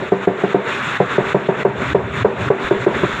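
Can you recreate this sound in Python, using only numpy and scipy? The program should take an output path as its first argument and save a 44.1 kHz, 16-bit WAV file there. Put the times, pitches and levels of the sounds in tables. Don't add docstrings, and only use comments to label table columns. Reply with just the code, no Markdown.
import sys
import numpy as np
from scipy import signal
from scipy.fft import rfft, irfft
from scipy.io import wavfile

SR = 44100
rng = np.random.default_rng(int(sys.argv[2]) if len(sys.argv) > 2 else 0)


def wrap_up_sound(samples):
    columns = np.atleast_2d(samples).T
    tamed = np.clip(columns, -1, 1)
    steps = np.round(tamed * 32767).astype(np.int16)
    wavfile.write(sys.argv[1], SR, steps)


def ratio_of_db(decibels):
    return 10 ** (np.asarray(decibels, float) / 20)


N = 141120

# start_s [s], level_db [dB], duck_db [dB], held_s [s]
KNOCK_EVENTS = [(0.1192, -2, 4, 0.084), (0.272, -1, 5.5, 0.093), (0.435, -3.5, 2.5, 0.088),
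                (0.543, -1, 7.5, 0.091), (1.0008, -5, 5, 0.079), (1.1796, -1.5, 4, 0.06),
                (1.344, 0, 7, .11), (1.4856, -1, 6.5, 0.077), (1.6485, -1, 9.5, 0.1), (1.9467, 0, 8, 0.16),
                (2.2459, 0.5, 8, 0.11), (2.5016, -2, 7, 0.076), (2.7077, -1.5, 3, 0.086),
                (2.8628, -1, 5, 0.054), (3.0319, -5.5, 0.5, 0.057)]


def level_curve(rows):
    return np.interp(np.arange(N) / SR, *np.transpose(rows))


def rms_one(x):
    return x / np.sqrt(np.mean(x ** 2) + 1e-20)


def filtered(x, order, hz, kind):
    return signal.sosfilt(signal.butter(order, hz, kind, fs=SR, output="sos"), x)


def drift(rate_hz):
    step, settle = 40, 2000
    r = np.exp(-2 * np.pi * rate_hz * step / SR)
    chance = rng.standard_normal(N // step + settle + 2)
    slow = signal.lfilter([1], [1, -2 * r, r * r], chance)[settle:]
    return np.interp(np.arange(N) / step, np.arange(len(slow)), rms_one(slow))


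def ring(clicks, hz, t60_s):
    r = ratio_of_db(-60 / (t60_s * SR))
    w = 2 * np.pi * hz / SR
    return signal.lfilter([0, np.sin(w)], [1, -2 * r * np.cos(w), r * r], clicks + 1e-18)


def patchy_noise(spectrum, peaks, patchy_db, rate_hz):
    hz = np.maximum(np.fft.rfftfreq(N, 1 / SR), 1)
    points, levels = np.transpose(spectrum)
    db = np.interp(np.log(hz), np.log(points), levels)
    for centre, width, height_db in peaks:
        db += height_db * np.exp(-((hz - centre) / width) ** 2)
    inside = (hz > points[0] / 2) * (hz < points[-1] * 1.2)
    noise = rfft(rng.standard_normal(N)) * ratio_of_db(db) * inside

    place = 2 * np.log2(hz / 20)
    together = drift(4.0)
    first = int(2 * np.log2(points[0] / 40))
    last = int(2 * np.log2(points[-1] / 20)) + 2
    out = np.zeros(N)
    for k in range(first, last + 1):
        band = irfft(noise * np.clip(1 - abs(place - k), 0, 1), N)
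        out += band * ratio_of_db(patchy_db * (.6 * together + drift(rate_hz)))
    return rms_one(out)


def port_hiss():
    hz, level_db = 7140, -68
    band = filtered(rng.standard_normal(N), 2, [hz / 1.08, hz * 1.08], "band")
    return ratio_of_db(level_db) * rms_one(band)


def machine_hiss():
    # pitch_hz [Hz], level_db [dB per Hz]
    spectrum = [(150, -18.5), (250, -6.5), (525, -10), (583, -12), (1330, -2.5), (3510, -13.5), (4790, -41),
                (6880, -35), (15500, -57.5)]
    # pitch_hz [Hz], width_hz [Hz], level_db [dB]
    peaks = [(1490, 600, 2.5), (3180, 390, -7), (3433, 158, 2.5), (7230, 630, 6), (5050, 2700, 7),
             (15300, 1200, 9.5)]
    # time_s [s], level_db [dB]
    loudness = [(0, -29), (.5, -26), (.85, -20), (1.3, -23), (1.9, -23), (2.5, -23.5), (3.2, -23.5)]
    return ratio_of_db(level_curve(loudness)) * patchy_noise(spectrum, peaks, patchy_db=1.39, rate_hz=17.6)


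def machine_rumble():
    # pitch_hz [Hz], level_db [dB per Hz]
    spectrum = [(15, -38), (25, -29), (113, 7.5), (251, 1.5), (306, -0.5), (340, -18), (400, 0),
                (520, -35.5), (880, -120)]
    # pitch_hz [Hz], width_hz [Hz], level_db [dB]
    peaks = [(72, 10, 6), (45, 20, -5.5), (100, 8, -4.5), (131.4, 10, 0.5)]
    # time_s [s], level_db [dB]
    loudness = [(0, -30), (.3, -34.5), (.8, -35.5), (1.5, -27.5), (1.7, -24.5), (1.9, -21.5), (2.2, -22.5),
                (2.5, -26), (2.68, -29), (2.85, -29), (3.05, -24), (3.2, -30)]
    return ratio_of_db(level_curve(loudness)) * patchy_noise(spectrum, peaks, patchy_db=4.0, rate_hz=5.6)


def floor_thuds():
    # start_s [s], level_db [dB]
    thuds = [
        (.275, -29),
        (1.22, -31),
        (2.64, -23),
        (2.76, -27),
        (3.13, -27),
    ]
    start_s, level_db = np.transpose(thuds)
    clicks = np.zeros(N)
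    clicks[(start_s * SR).astype(int)] = ratio_of_db(level_db)
    soft_push = np.hanning(SR // 80)
    return np.convolve(ring(clicks, 62.4, t60_s=0.22), soft_push / soft_push.sum())[:N]


def room_tail():
    # pitch_hz [Hz], width [ratio], level_db [dB], t60_s [s]
    bands = [(133, 1.092, -29.5, 0.34), (198.7, 1.081, -23.5, 0.41), (287.5, 1.15, -33, 0.69),
             (386.3, 1.05, -21.5, 0.67), (451.5, 1.067, -24.5, 0.6), (580, 1.128, -27, 0.79),
             (723, 1.1, -29, 0.5), (923, 1.062, -27, 0.55), (1078, 1.1, -29.5, 0.47),
             (1500, 1.2, -24, 0.14), (2070, 1.1, -30, 0.11)]
    rise_s = 0.0045
    step = 20
    t = np.arange(N)[::step] / SR
    struck = [(-0.11, 5.5)]
    struck += [(start_s, level_db + duck_db) for start_s, level_db, duck_db, _ in KNOCK_EVENTS]
    white = rng.standard_normal((2, N))
    out = np.zeros(N)
    for k, (hz, width, band_db, t60_s) in enumerate(bands):
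        band = rms_one(filtered(white[k % 2], 2, [hz / width, hz * width], "band"))
        power = np.zeros(len(t))
        for start_s, knock_db in struck:
            age = np.clip(t - start_s, 0, None)
            swell = 1 - np.exp(-age / rise_s)
            power += (ratio_of_db(knock_db - 60 * age / t60_s) * swell) ** 2
        out += ratio_of_db(band_db) * np.repeat(np.sqrt(power), step)[:N] * band
    return out


def grit():
    # start_s [s], level_db [dB]
    snaps = [
        (.273, -42),
        (1.651, -36),
    ]
    hz, t60_s = 12000, .012
    t = np.arange(N) / SR
    shape = np.zeros(N)
    for start_s, level_db in snaps:
        shape += ratio_of_db(level_db - 60 * np.clip(t - start_s, 0, 1) / t60_s) * (t >= start_s)
    return 3 * filtered(shape * rng.standard_normal(N), 2, [.85 * hz, 1.15 * hz], "band")


def wall_echoes(x):
    # late_s [s], level_db [dB]
    echoes = [(.0085, -10.5), (.0175, -8)]
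    thin = filtered(x, 2, 705, "high")
    out = x.copy()
    for late_s, level_db in echoes:
        out += ratio_of_db(level_db) * np.pad(thin, (int(late_s * SR), 0))[:N]
    return out


def mallet_on_tile():
    # pitch_hz [Hz], t60_s [s], then level_db [dB] at each of six spots
    modes = [(135, 0.15, -24, -11, -15.5, -19, -16.5, -23), (190.6, 0.11, -9, -7, -9, -22.5, -28, -4.5),
             (296, 0.15, -14.5, -19, -19.5, -26.5, -18.5, -9), (337, 0.15, -32, -15, -15, -18, -7, -6.5),
             (387, 0.084, 1.5, -1, -3.5, -2, 0, 3), (446, 0.042, -2.5, 2, -3, 4, -3, -4),
             (496, 0.23, -18, -5.5, -21, -18.5, -27, -27), (587.4, 0.057, -10, 1.5, -3.5, -7.5, -6.5, -6),
             (715, .1, -6.5, -4.5, -14, -13.5, -18, -23), (799, 0.066, -23, -0.5, -18, -14, -21, -27),
             (905.5, 0.095, -32, -10.5, -12.5, -12.5, -21, -13), (1013, 0.2, -20, -10, -23, -15, -20.5, -9),
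             (1128, 0.21, -24, -23, -28.5, -17.5, -26, -11), (1550, .05, -16, -18, -29.5, -23, -12, -24)]
    senses = [1, -1, -1, -1, 1, -1, -1, 1, -1, -1, -1, 1, -1, 1]
    spot_from_s = [.8, 1.1, 1.6, 2.6, 3.0]
    contact_s, knock_db, scatter_db = 0.00073, -1, 1.2

    start_s, level_db, duck_db, _ = np.transpose(KNOCK_EVENTS)
    spot = np.searchsorted(spot_from_s, start_s)
    scatter = scatter_db * rng.normal(0, 1, (len(start_s), len(modes)))
    strength_db = knock_db + level_db + duck_db
    out = np.zeros(N)
    for k, (hz, t60_s, *spot_db) in enumerate(modes):
        clicks = np.zeros(N)
        clicks[(start_s * SR).astype(int)] = ratio_of_db(strength_db + np.array(spot_db)[spot] + scatter[:, k])
        out += senses[k] * ring(clicks, hz, t60_s)
    push = np.hanning(int(contact_s * SR) + 3)
    pushed = np.convolve(out, push / push.sum())[:N]
    return filtered(pushed, 4, 87, "high")


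def scene():
    background = machine_hiss() + machine_rumble() + floor_thuds()
    knocks = wall_echoes(mallet_on_tile()) + room_tail() + grit()
    return (background + knocks)[None]


def gain_control(x):
    ahead_s = [.026, .016, .012, .009, .026, .009, .012, .015, .016, .014, .014, .011, .018, .012, .005]
    duck_s, first_dip_s, first_dip_share = .004, .003, 0.79
    recover_db_per_s, treble_share, treble_from_hz = 136.5, 1.47, 3250

    t = np.arange(N) / SR
    cut_db, first_db = np.zeros(N), np.zeros(N)
    for (start_s, _, duck_db, held_s), early_s in zip(KNOCK_EVENTS, ahead_s):
        onset = np.clip((t - start_s + early_s) / duck_s, 0, 1)
        recovered_db = recover_db_per_s * np.clip(t - start_s - held_s, 0, None)
        cut_db = np.maximum(cut_db, onset * (duck_db - recovered_db))
        first_dip = np.clip(1 - (t - start_s) / first_dip_s, 0, 1)
        first_db += onset * first_dip_share * duck_db * first_dip
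    hz = np.fft.rfftfreq(N, 1 / SR)
    treble = irfft(rfft(x) / (1 + (treble_from_hz / (hz + 1)) ** 10), N)
    lower = x - treble
    return lower * ratio_of_db(-cut_db - first_db) + treble * ratio_of_db(-treble_share * cut_db)


def band_limit(x):
    return signal.sosfilt(signal.butter(12, 16780, fs=SR, output="sos"), x)


def record(dry):
    ceiling = 1.3
    rounded = ceiling * np.tanh(gain_control(dry) / ceiling)
    top_cut = signal.cheby2(24, 50, 15750, fs=SR, output="sos")
    mix = signal.sosfilt(top_cut, rounded + port_hiss())
    return band_limit(mix)


dry = scene()
out = record(dry)
wrap_up_sound(out)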